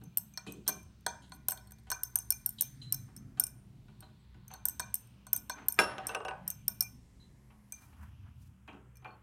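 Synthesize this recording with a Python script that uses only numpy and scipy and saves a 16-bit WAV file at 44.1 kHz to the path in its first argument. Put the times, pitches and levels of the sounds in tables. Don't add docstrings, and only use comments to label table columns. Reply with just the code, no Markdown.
import sys
import numpy as np
from scipy import signal
from scipy.io import wavfile
from scipy.ndimage import uniform_filter1d

SR = 44100
rng = np.random.default_rng(int(sys.argv[2]) if len(sys.argv) > 2 else 0)


def volts_from_decibels(level):
    exponent = np.asarray(level, float) / 20
    return 10 ** exponent


def inscribe(sig):
    pcm = np.round(np.clip(np.atleast_2d(sig).T, -1, 1) * 32767)
    wavfile.write(sys.argv[1], SR, pcm.astype(np.int16))


N = 406602


def band(x, hz, octaves):
    edges = hz * 2 ** (-octaves / 2), min(hz * 2 ** (octaves / 2), .45 * SR)
    return signal.sosfilt(signal.butter(2, edges, "bandpass", fs=SR, output="sos"), x)


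def walk(rate):
    hold = int(SR / rate)
    steps = np.repeat(rng.standard_normal(N // hold + 1), hold)
    return 1.4 * uniform_filter1d(uniform_filter1d(steps, hold), hold)[:N]


def wobble(x):
    return x * volts_from_decibels(4 * walk(110))


def lay(s, rows):
    where = np.minimum((s * SR).astype(int)[:, None] + np.arange(rows.shape[1]), N - 1)
    never_silent = np.resize([1e-14, 1e-14, -1e-14, -1e-14], N)
    return np.bincount(where.ravel(), rows.ravel(), N) + never_silent


def strike(s, db, ms, modes, scatter_db):
    n = np.arange(400)
    fade = np.exp(-(n * 1000 / SR / np.clip(ms, .05, 4)) ** 2)
    push = rng.standard_normal((len(s), len(n))) * fade
    luck = np.clip(rng.standard_normal((len(s), len(modes))), -1.5, 1.5)
    out = np.zeros(N)
    for (hz, mode_db, t60), chance in zip(modes, luck.T):
        radius = np.exp(-np.log(1000) / (max(t60, .003) * SR))
        w = 2 * np.pi * hz / SR
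        content = np.abs(push @ np.exp(1j * w * n)) + .3 * np.sqrt(np.sum(push ** 2, axis=1))
        gain = volts_from_decibels(db + mode_db + scatter_db * chance) / content
        force = lay(s, push * gain[:, None])
        out += signal.lfilter([.5, 0, -.5], [1, -2 * radius * np.cos(w), radius * radius], force)
    return out


def choked(s, db, hz, mode_db, rise_ms, choke_ms, fade_s, size=600):
    t = np.arange(size) / SR
    luck = rng.random((len(s), np.shape(hz)[-1] + 1, 3))
    pitch = hz * (1 + .006 * (luck[:, 1:, 0] - .5))
    gain = volts_from_decibels(mode_db + 4 * (luck[:, 1:, 1] - .5))
    waves = np.sin(2 * np.pi * (pitch[..., None] * t + .15 * luck[:, 1:, 2:]))
    ring = np.sum(gain[..., None] * waves, axis=1)
    choke = choke_ms * (0.93 + 0.53 * luck[:, 0, :1])
    ring *= (1 - np.exp(-1000 * t / rise_ms)) * np.exp(-(1000 * t / choke) ** 6 - t / fade_s)
    return lay(s, ring / np.abs(ring).max(axis=1, keepdims=True) * volts_from_decibels(db)[:, None])


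def burst(s, db, rise_ms, t60, hz, octaves):
    t = np.arange(SR // 4) / SR
    decay_s = np.clip(t60 + 0 * s, .01, .4)[:, None]
    shape = (1 - np.exp(-1000 * t / rise_ms)) * np.exp(-np.log(1000) * t / decay_s)
    grain = rng.standard_normal(N) * volts_from_decibels(3 * walk(200))
    body = band(band(grain * lay(s, shape * volts_from_decibels(db)[:, None]), hz, octaves), hz, octaves)
    return body * np.sqrt(SR / (hz * octaves))


# [f/Hz, t60/s]
ROOM_DECAY = [(300, 0.27), (1000, 0.45), (3000, 0.25), (7000, 0.4), (13000, 0.25)]


def room(x):
    t = np.arange(SR // 2) / SR

    def tail_band(hz, t60, octaves):
        return band(rng.standard_normal(len(t)), hz, octaves) * np.exp(-np.log(1000) * t / t60)

    tail = 30 * sum(tail_band(hz, t60, 1.57) / np.sqrt(hz) for hz, t60 in ROOM_DECAY[:2])
    tail = tail + sum(tail_band(hz, t60, 0.68) for hz, t60 in ROOM_DECAY[2:])
    tail *= np.clip(t / 0.00021, 0, 1)
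    return signal.fftconvolve(x, tail / np.sqrt(np.sum(tail ** 2)))[:N]


# [f/Hz, level/dB per Hz]
AIR_SPECTRUM = [(30, -19), (48, -7.5), (121, -2), (208, -10), (553, -31), (900, -28), (4020, -36.5),
                (15200, -46.5)]
# [f/Hz, level/dB]
FAN_LINES = [(63, -65), (120, -65), (204, -68)]


def ventilation():
    hz, db = np.transpose(AIR_SPECTRUM)
    out, swell, gust = 0, walk(1.1), walk(9.5)
    for centre in 30 * 2 ** np.arange(0, 9.2, .5):
        shape_db = np.interp(np.log(centre), np.log(hz), db) + .8 * swell + 3.9 * walk(1.9)
        if centre < 300:
            shape_db += 2.4 * walk(10) + 2.1 * gust
        out = out + volts_from_decibels(shape_db) * band(rng.standard_normal(N), centre, 0.48)
    out *= volts_from_decibels(-56.5) / np.sqrt(np.mean(out ** 2))
    for line_hz, line_db in FAN_LINES:
        phase = 2 * np.pi * np.cumsum(line_hz * (1 + 0.05 * walk(14))) / SR
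        out += np.sqrt(2) * volts_from_decibels(line_db + 3 * walk(11)) * np.sin(phase)
    return out


# [t/s, middle level/dB, low level/dB, high level/dB, t60/s]
FAR_KNOCKS = [(0.015, -52, -46.5, -82, 0.043), (0.465, -43, -33.5, -51, 0.077),
              (0.547, -65, -41.5, -70, 0.072), (0.664, -45, -42.5, -57, 0.16),
              (1.219, -72, -86, -61, 0.096), (1.868, -51, -61, -70, 0.075), (2.583, -64, -53, -49, 0.061),
              (2.818, -60, -84, -57, 0.052), (3.076, -58.5, -58, -90, 0.11),
              (3.372, -44.5, -52, -63, 0.074), (3.882, -51, -58, -82, 0.055),
              (4.024, -46, -56.5, -69, 0.059), (4.344, -53, -50.5, -89.5, 0.044),
              (4.503, -46.5, -62, -65, 0.13), (7.2, -78.5, -69.5, -74, 0.15), (7.501, -55.5, -63, -86, 0.1),
              (7.928, -53.5, -67, -76.5, 0.061), (8.677, -36, -44, -76, 0.079), (8.73, -48, -47, -90, 0.11),
              (9.021, -54, -54, -86, 0.062), (9.046, -35.5, -49.5, -80.5, 0.07),
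              (9.119, -67, -62.5, -89.5, 0.11)]
# [f/Hz, level/dB, t60/s]
KNOCK_MODES = [(981, -2, 0.06), (1034, -8, 0.03), (1469, -6, 0.12), (1513, -1.5, 0.04), (1199, -10, 0.011),
               (762, -1.5, 0.033), (633, -10, 0.094), (3457, 3, 0.0051)]


def bumps():
    s, mid_db, low_db, high_db, t60 = np.transpose(FAR_KNOCKS)
    out = burst(s, low_db - 8.5, 8.9, 2.3 * t60, 200, 2.1)
    out += burst(s, mid_db - 7.0, 5.5, t60, 885, 1.7)
    out += burst(s, high_db - 4.5, 0.75, 2.1 * t60, 3500, 0.71)
    out += burst(s, mid_db - 18.0, 3.6, 1.2 * t60, 2500, 0.78)
    out += burst(s, high_db - 11, 1.8, 2.5 * t60, 7720, 1.0)
    return out + wobble(strike(s, mid_db - 18, 4.2, KNOCK_MODES, 3))


# [t/s, f/Hz, level/dB, t60/s]
FAR_GLASS = [
    (0.47, 2500, -55, 0.14),
    (.471, 2700, -73, 0.17),
    (1.6, 5400, -66, 0.13),
    (2.815, 4040, -60.5, 0.81),
    (4.03, 4080, -70, 0.21),
    (4.19, 8000, -80, 0.12),
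    (7.2, 4000, -72, 0.32),
    (2.6, 3400, -69, 0.42),
    (2.585, 3800, -60.5, .2),
    (2.6, 3550, -68, 0.28),
]


def tinks():
    at, hz, db, ring = (c[:, None] for c in np.transpose(FAR_GLASS))
    t = np.arange(SR // 4) / SR
    split = np.sin(2 * np.pi * hz * t)
    split += .7 * np.sin(2 * np.pi * 1.017 * hz * t) + .5 * np.sin(2 * np.pi * .97 * hz * t)
    envelope = volts_from_decibels(db - 60 * t / ring - (t / 0.11) ** 4.5) * np.clip(t / 0.003, 0, 1)
    echo = sum(burst(a, d - 9, 3.5, np.minimum(r, .3), f[0], .07)
               for a, f, d, r in zip(at, hz, db, ring) if f[0] < 4200)
    return echo + wobble(wobble(lay(at[:, 0], envelope * split)))


# [t/s, hiss level/dB, rub level/dB]
BRUSHES = [
    (7.75, -70, -90),
    (7.832, -63, -61),
    (8.025, -68, -58),
    (8.266, -94.5, -66.5),
    (8.43, -69.5, -80.5),
]


def sleeve():
    s, hiss_db, rub_db = (c[:, None] for c in np.transpose(BRUSHES))
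    late = np.arange(int(7.5 * SR), int(9 * SR)) / SR - s
    shape_db = np.minimum(208 * late, -176 * late)
    grain = rng.standard_normal(N) * volts_from_decibels(2.1 * walk(160))

    def cloth(db, hz, octaves):
        level = volts_from_decibels(db + shape_db).sum(axis=0, keepdims=True)
        return band(grain * lay(np.array([7.5]), level), hz, octaves)

    return cloth(hiss_db + 0.72, 6000, 2.6) + cloth(rub_db + 10.5, 1150, 1.2)


# [t/s, level/dB]
DRAG_PATH = [
    (5.5, -84),
    (5.587, -43),
    (5.74, -72),
    (5.8, -35),
    (5.864, -38),
    (6.07, -48.5),
    (6.17, -43),
    (6.19, -79),
    (6.499, -55),
]


def drag():
    t, scrape_db = np.transpose(DRAG_PATH)
    rumble_db = scrape_db + 9.5 - 12 * (t - t[0])
    grain = rng.standard_normal(N) * volts_from_decibels(2.4 * walk(60) + 1.0 * walk(240))

    def grind(db, hz, octaves):
        return band(grain * volts_from_decibels(np.interp(np.arange(N) / SR, t, db, -120, -120)), hz, octaves)

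    return grind(scrape_db + 2.5, 1000, 1.8) + grind(rumble_db, 310, .9)


# [t/s, thud level/dB, glass level/dB, neck level/dB]
FOOT_HITS = [
    (5.789, -11.5, -16, -38),
    (5.982, -26.5, -35, -73),
    (6.093, -26.5, -38, -55),
    (6.148, -25.5, -29, -52),
    (6.204, -34.5, -46, -78),
    (6.25, -32, -36, -56),
    (6.283, -26, -38.5, -61.5),
    (6.311, -32.5, -56, -82),
]
BENCH_PITCHES = [549, 598, 770, 845, 997, 1120, 1233, 1497, 1615, 1906, 2275, 2493]
# [level/dB, t60/s]
BENCH_RINGS = [(2, 0.14), (0, 0.19), (0, 0.17), (-8.5, 0.077), (3.5, 0.098), (-8.5, 0.096), (-6, 0.12),
               (-1, 0.19), (-1.5, .11), (-10.5, 0.058), (-4.5, 0.055), (-5.5, 0.076)]


def bench_thud():
    s, thud_db, _, _ = np.transpose(FOOT_HITS)
    top = [(hz, db, t60) for hz, (db, t60) in zip(BENCH_PITCHES, BENCH_RINGS)]
    thud = band(strike(s, thud_db - 16.5, 0.61, top, 2.5), 1000, 4.04)
    thud += burst(s, thud_db - 9, 1.5, 0.083, 750, 1.78)
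    return thud + burst(s[:1], thud_db[:1] - 27.0, 0.62, .07, 230, 0.95)


LANDING_DELAYS = np.array([.001, .009])
LANDING_LEVELS = np.array([0, -9])
# [f/Hz, level/dB, t60/s]
FLASK_MODES = [(2372, 3, 0.033), (2745, -14, .3), (1618, -3, .13), (3430, -7.5, .045), (3941, -19.5, .15),
               (5420, -7.5, 0.25), (5380, -11.5, 0.13), (5400, -15.5, .15), (7250, -6.5, .012),
               (2093, -7, .1), (9798, -25.5, 0.4), (9670, -25.5, 0.16), (9900, -17.5, .12),
               (9300, -21.5, .15)]
# [f/Hz, level/dB, t60/s]
ROCK_MODES = [(2820, -13.5, 0.2), (2670, -3.5, 0.067), (3840, -28, 0.046), (5900, -11, 0.028),
              (5390, -18, 0.073), (1535, -6, 0.069), (2370, -16, 0.039), (3340, -25.5, .02)]
# [f/Hz, level/dB, t60/s]
NECK_MODES = [(8520, 2.5, 0.25), (10240, 4, 0.09), (13500, -26, .1)]


def flask():
    s, _, glass_db, neck_db = np.transpose(FOOT_HITS)
    touches, touch_db = s[0] + np.array(LANDING_DELAYS), glass_db[0] + np.array(LANDING_LEVELS)
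    landing = volts_from_decibels(1.8 * walk(150)) * strike(touches, touch_db - 1.5, 0.13, FLASK_MODES, 0)
    snap = [(2516, 1, .004), (5160, -4, .004)]
    landing += strike(touches, touch_db + 5.5, 0.051, snap, 0)
    first, first_db = s[:1], glass_db[:1]
    landing += burst(first, first_db - 28.5, 2.5, .35, 2600, 1.4)
    landing += burst(first, first_db - 29.5, 1.6, .25, 9900, .12)
    landing += burst(first, first_db - 19.5, 0.79, .17, 2200, 5.1)
    landing += burst(first, neck_db[:1] - 13.5, .2, .07, 11000, 1.1)
    rocks = strike(s[1:], glass_db[1:] - 1.0, 4.6, ROCK_MODES, 2.5)
    rocks += strike(s[1:], neck_db[1:] - 6.5, 1.6, NECK_MODES, 2.5)
    rocks += burst(s[1:], glass_db[1:] - 40.0, 0.35, 0.027, 3800, 1.5)
    return landing + wobble(rocks)


# [t/s, level/dB, length/ms]
ROD_SLIDES = [
    (0.68, -32, 18.5),
    (1.331, -66.5, 37),
    (1.492, -44, 19),
    (1.79, -74, 12),
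    (5.66, -74, 14),
    (7.73, -85.5, 61),
]


def slide():
    at, slide_db, ms = np.transpose(ROD_SLIDES)
    rubbing = lay(at, volts_from_decibels(slide_db)[:, None] * (np.arange(4096) < ms[:, None] * SR / 1000))
    stick_slip = uniform_filter1d(rubbing, size=256) * rng.standard_normal(N) * volts_from_decibels(4 * walk(900))
    return band(stick_slip, 13100, .12) * 4 + band(stick_slip, 8800, .25) * 2 + band(stick_slip, 6000, 1.8) * .5


# [t/s, clink level/dB, low wall level/dB re clink, shove level/dB, bowl level/dB]
ROD_STROKES = [(0.172, -12.5, -18, -48, -88), (0.3744, -39, -9, -36.5, -53.5),
               (0.678, -18.5, -10, -40, -67), (1.064, -32, -0.5, -28.5, -48.5),
               (1.4843, -14.5, -13, -39, -75), (1.9153, -24, -8, -26.5, -66.5),
               (2.0338, -21, -8, -49.5, -74), (2.1565, -13.5, -10, -41, -70.5), (2.3044, -13, -9, -44, -52),
               (2.4608, -15, -14.5, -48, -75), (2.6093, -16, -11.5, -47, -78),
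               (2.924, -15.5, -10, -44, -58.5), (3.3975, -10.5, -9.5, -39, -53),
               (4.6541, -13.5, -13, -43, -82.5), (4.7958, -40, 5, -30, -46.5),
               (4.9418, -17, -10.5, -54.5, -70), (5.3307, -10, -17.5, -39.5, -56),
               (5.4964, -33, -7.5, -32, -51.5), (5.684, -11, -14.5, -41.5, -58),
               (6.0688, -26.5, -1, -70, -63), (6.4775, -20, -17.5, -56, -70),
               (6.6802, -15.5, -11.5, -42, -57), (6.8072, -14.5, -11.5, -40.5, -48),
               (7.7222, -33, -4, -55, -51.5)]
# [t/s, rim level/dB, waist level/dB, collar level/dB]
RINGS_OF_STROKES = [(0.1714, -42.5, -48, -53), (0.3735, -44, -44, -41.5), (0.6764, -30, -32, -37.5),
                    (1.063, -31, -54, -36.5), (1.4834, -36.5, -40.5, -49), (1.9144, -37, -42.5, -39),
                    (2.0338, -37.5, -44.5, -69), (2.1555, -33.5, -40.5, -54), (2.3062, -33, -38, -49),
                    (2.4604, -47.5, -41, -58), (2.6084, -34.5, -40.5, -48), (2.9257, -36.5, -38, -55),
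                    (3.3972, -38, -41.5, -55), (4.6553, -41.5, -47, -65), (4.796, -34, -41, -43),
                    (4.9412, -45, -51.5, -62), (5.3303, -37, -46, -61), (5.4954, -34.5, -40.5, -38),
                    (5.684, -38.5, -44, -54), (6.0681, -45, -45, -71), (6.4767, -50, -43, -66),
                    (6.6797, -43, -40, -61), (6.8069, -39, -34, -54), (7.7218, -40, -56, -71)]
# [t/s, clink level/dB, low wall level/dB re clink, rim level/dB]
ROD_BOUNCES = [(0.1817, -22.5, -11, -58.5), (0.522, -37, -11, -55), (.6824, -37, -14, -28.5),
               (.6941, -37, -15, -43), (1.508, -24.5, -10.5, -45), (1.9022, -33.5, -1, -28),
               (2.1874, -29.5, -1.5, -52.5), (2.3219, -24.5, -8, -45.5), (2.4912, -26, -14, -70),
               (2.5047, -54, 7, -69), (2.6213, -19, -12, -37.5), (2.9443, -28, -8, -48.5),
               (3.1641, -43, -0.3, -56), (3.4377, -27.5, 1.5, -60), (3.467, -34.5, -1.5, -52),
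               (4.6846, -21, -10, -42.5), (4.6952, -34.5, -3.5, -49), (4.9536, -27.5, -6, -59),
               (5.3625, -21, -11.5, -46), (5.375, -38, -2, -62.5), (5.723, -27.5, -6.5, -56),
               (5.7418, -40, -4, -61.5), (6.5022, -24, -9.5, -39.5), (6.8237, -29, -4, -57)]
# [t/s, clink level/dB, rim level/dB, bench knock level/dB]
ROD_GRAZES = [(0.038, -49, -55.5, -74), (.338, -56, -50, -72), (.6904, -36.5, -39, -33.5),
              (1.295, -59, -78, -72), (1.3195, -62, -53, -40.5), (1.519, -25.5, -70, -37.5),
              (1.5737, -48, -56.5, -47), (1.672, -56, -91, -56.5), (1.708, -49, -74, -64),
              (1.7197, -43.5, -56.5, -63), (1.785, -64, -88, -62), (4.0054, -45.5, -78, -55),
              (4.4802, -45.5, -57, -62.5), (4.514, -61, -52, -56), (4.5376, -40.5, -52, -42.5),
              (5.0722, -58.5, -84.5, -83), (5.2674, -45.5, -55.5, -47), (6.084, -40.5, -55, -54),
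              (8.9556, -60, -57.5, -75.5), (8.97, -52, -88, -77), (.83, -55, -69, -77),
              (1.008, -62, -70, -80), (1.835, -71, -85, -78), (3.174, -52, -67, -80),
              (3.478, -43.5, -68.5, -78.5), (4.801, -30, -54, -44), (6.512, -37.5, -53, -67.5),
              (6.811, -31, -43, -57), (6.833, -37, -49, -71)]


def contacts():
    s, clink, low, shove, bowl = np.transpose(ROD_STROKES)
    _, rim, waist, collar = np.transpose(RINGS_OF_STROKES)
    strokes = s, clink, clink + low, rim, bowl, shove, waist, collar
    s, clink, low_re_clink, rim = np.transpose(ROD_BOUNCES)
    low, knock = clink + low_re_clink, rim - 9
    bounces = s, clink, low, rim, rim - 21, knock, low - 17, knock - 18.5
    s, clink, rim, knock = np.transpose(ROD_GRAZES)
    low = clink - 8
    grazes = s, clink, low, rim, rim - 12.5, knock, low - 17, knock - 8
    return np.hstack([strokes, bounces, grazes])


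def bench_knock(s, knock_db):
    knock = 0
    for k in range(3):
        modes = [(hz * (1 + .06 * rng.uniform(-.5, 0.55)), db, t60) for hz, db, t60 in KNOCK_MODES]
        knock = knock + wobble(strike(s[k::3] + 0.00092, knock_db[k::3] - 5.5, 3.5, modes, 3))
    return knock + burst(s, knock_db - 7.0, 9.9, 0.05, 1000, 1.64)


# [t/s, bowl level/dB, collar level/dB]
FINGERS = [
    (8.68, -55, -80),
    (8.955, -63.5, -88),
    (9.046, -46, -74),
    (9.077, -82, -66),
    (9.106, -79, -61),
]


def bowl_ring(s, bowl_db):
    at, grip_db, _ = np.transpose(FINGERS)
    hz = 2390
    ring = choked(s, bowl_db - 5.5, hz + np.array([0, 25]), np.array([0, -15.]), 7, 190,
                  0.33 / np.log(1000), size=9000)
    return volts_from_decibels(3.9 * walk(90)) * (ring + strike(at, grip_db, 1.4, [(hz, 0, .22)], 0))


# [f/Hz, level/dB, t60/s]
COLLAR_MODES = [(4325, -1, 0.11), (4355, -6.5, 0.084)]


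def collar_ring(s, collar_db):
    at, _, grip_db = np.transpose(FINGERS)
    return strike(np.append(s, at), np.append(collar_db - 0.5, grip_db), 2.0, COLLAR_MODES, 1.2)


WAIST_PITCHES = [5390, 5470, 5600, 5770]


def waist_ring(s, waist_db):
    hz = np.outer(1 + .016 * (rng.random(len(s)) - .4), WAIST_PITCHES)
    mode_db = np.array([-3.0, 1.5, -5.5, -8.0])
    ring = choked(s, waist_db + 6.0, hz, mode_db, 0.34, 130, 0.0065, size=3000)
    return ring + burst(s, waist_db - 15, 2.2, 0.14, 5430, .09)


# [f/Hz, level/dB, t60/s]
RIM_MODES = [(6200, -3, .17), (6245, -3, .2), (6290, -8, .04)]


def rim_ring(s, rim_db):
    return volts_from_decibels(3.5 * walk(70)) * strike(s, rim_db - 2.5, 0.3, RIM_MODES, 1.2)


UPPER_PITCHES = [12990, 13340, 11200, 14740, 15400, 12500]
UPPER_LEVELS = [0, 0, 0, -14, -22, -20]
SHOULDER_PITCHES = [9400, 7000]
LOWER_LEVELS = [0, 0, -16, -22]
# [upper pair tilt/dB, lower mode f/Hz, side level/dB re lower, middle level/dB re upper]
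SPOTS_OF_STROKES = [(9, 9030.0, 0, -16), (-3, 8950.0, 7, -18), (9, 9190.0, -5, -18), (4, 8860.0, -1, -12),
                    (4, 9250.0, -3, -18), (-4, 9100.0, -7, -13), (-10, 9020.0, -7, -19),
                    (5, 8940.0, -15, -22), (-12, 9080.0, -19, -16), (9, 9080.0, -18, -14),
                    (-9, 9050.0, -11, -19), (-8, 8990.0, -20, -18), (-1, 9120.0, -18, -18),
                    (1, 9080.0, 2, -14), (6, 8990.0, 8, -16), (4, 9020.0, -14, -14), (-7, 9190.0, -3, -21),
                    (-8, 9010.0, 10, -9), (-12, 9000.0, -17, -26), (-2, 9110.0, -1, -11),
                    (5, 8880.0, -11, -14), (-11, 9080.0, -24, -23), (-14, 9210.0, -6, -15),
                    (-1, 9220.0, 7, -6)]
SPOTS_OF_BOUNCES = [(6, 9140.0, -1, -14), (0, 9110.0, 9, -10), (11, 9170.0, -2, -21), (-2, 9100.0, 11, -19),
                    (1, 8980.0, -7, -14), (-9, 8840.0, 2, -21), (5, 9040.0, -10, -9),
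                    (-7, 8980.0, -13, -15), (6, 9000.0, -22, -19), (1, 9030.0, -18, -11),
                    (-11, 8990.0, -13, -21), (-8, 9000.0, -7, -13), (-3, 9130.0, -4, -15),
                    (1, 9090.0, -19, -13), (-4, 9110.0, -8, -9), (-9, 9040.0, 0, -17),
                    (-4, 9120.0, 11, -19), (-4, 9110.0, 0, -13), (-5, 8870.0, -7, -17),
                    (-4, 8910.0, -5, -18), (-3, 8900.0, -19, -12), (1, 8890.0, -5, -21),
                    (-8, 9130.0, -4, -19), (-1, 9170.0, -12, -9)]
SPOT_OF_GRAZES = (-3, 9060, -4, -14)


def clinks(s, upper_db, lower_db):
    graze_spots = [SPOT_OF_GRAZES] * len(ROD_GRAZES)
    tilt, low_hz, side_db, mid_db = np.vstack([SPOTS_OF_STROKES, SPOTS_OF_BOUNCES, graze_spots]).T
    one, none, side_hz = np.ones(len(s)), np.zeros(len(s)), 8110
    pair = np.minimum(tilt, 0), np.minimum(-tilt, 0)
    upper = np.array(UPPER_LEVELS) + np.transpose([*pair, mid_db, none, none, none])
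    lower_hz = np.transpose([low_hz, side_hz * one, *np.outer(SHOULDER_PITCHES, one)])
    lower = np.array(LOWER_LEVELS) + np.transpose([none, side_db, none, none])
    wall = choked(s, upper_db + 0.9, np.array(UPPER_PITCHES), upper, 0.27, 4.6, 0.002)
    wall += choked(s, lower_db + 5, lower_hz, lower, 0.32, 7.8, 0.0032)
    side_ring_db = lower_db + np.minimum(side_db, 3) - 17.5
    return wall + wobble(strike(s, side_ring_db, 0.083, [(side_hz, 0, .12)], 2.5))


# [f/Hz, level/dB, t60/s]
WALL_MODES = [(9000, -10.5, 0.07), (8940, -12, 0.08), (9600, -15.5, .05), (14700, -17, 0.04),
              (13200, -12.5, .1), (12910, -15.5, 0.092), (2890, -10.5, 0.015), (4000, -22, 0.0082)]


def wall_ring(s, upper_db, lower_db, knock_db):
    ring = wobble(strike(s, knock_db - 8.0, .1, [(8500, 0, 0.072)], 2.5))
    ring += wobble(strike(s, (upper_db + lower_db) / 2 - 11.5, .1, WALL_MODES, 2.5))
    crack = burst(s, upper_db - 17.0, .15, .02, 8800, 0.5)
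    return ring + crack + burst(s, lower_db - 24, 0.12, 0.021, 4600, 1.5)


def beaker():
    s, upper_db, lower_db, rim_db, bowl_db, knock_db, waist_db, collar_db = contacts()
    wall = clinks(s, upper_db, lower_db) + wall_ring(s, upper_db, lower_db, knock_db)
    body = wobble(waist_ring(s, waist_db) + collar_ring(s, collar_db))
    glass = wall + rim_ring(s, rim_db) + body + bowl_ring(s, bowl_db) + slide()
    return glass, bench_knock(s, knock_db)


def scene():
    air, far, cloth = ventilation(), bumps() + tinks(), sleeve()
    glass, thud = flask(), bench_thud() + drag()
    clink, knock = beaker()
    sends = volts_from_decibels(-18.5) * clink + volts_from_decibels(-8.5) * knock + volts_from_decibels(-28.5) * glass + volts_from_decibels(-5.5) * thud + volts_from_decibels(-1.0) * far
    return (clink + knock + glass + thud + volts_from_decibels(1.0) * far + room(sends) + cloth + air)[None]


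def top_cut(x):
    return signal.sosfilt(signal.butter(12, 17150, fs=SR, output="sos"), x)


def record(dry):
    ceiling = .5
    rounded = ceiling * np.tanh(dry / ceiling)
    cut = signal.sosfilt(signal.cheby1(10, .5, 15900, fs=SR, output="sos"), rounded)
    return top_cut(cut)


dry = scene()
out = record(dry)
inscribe(out)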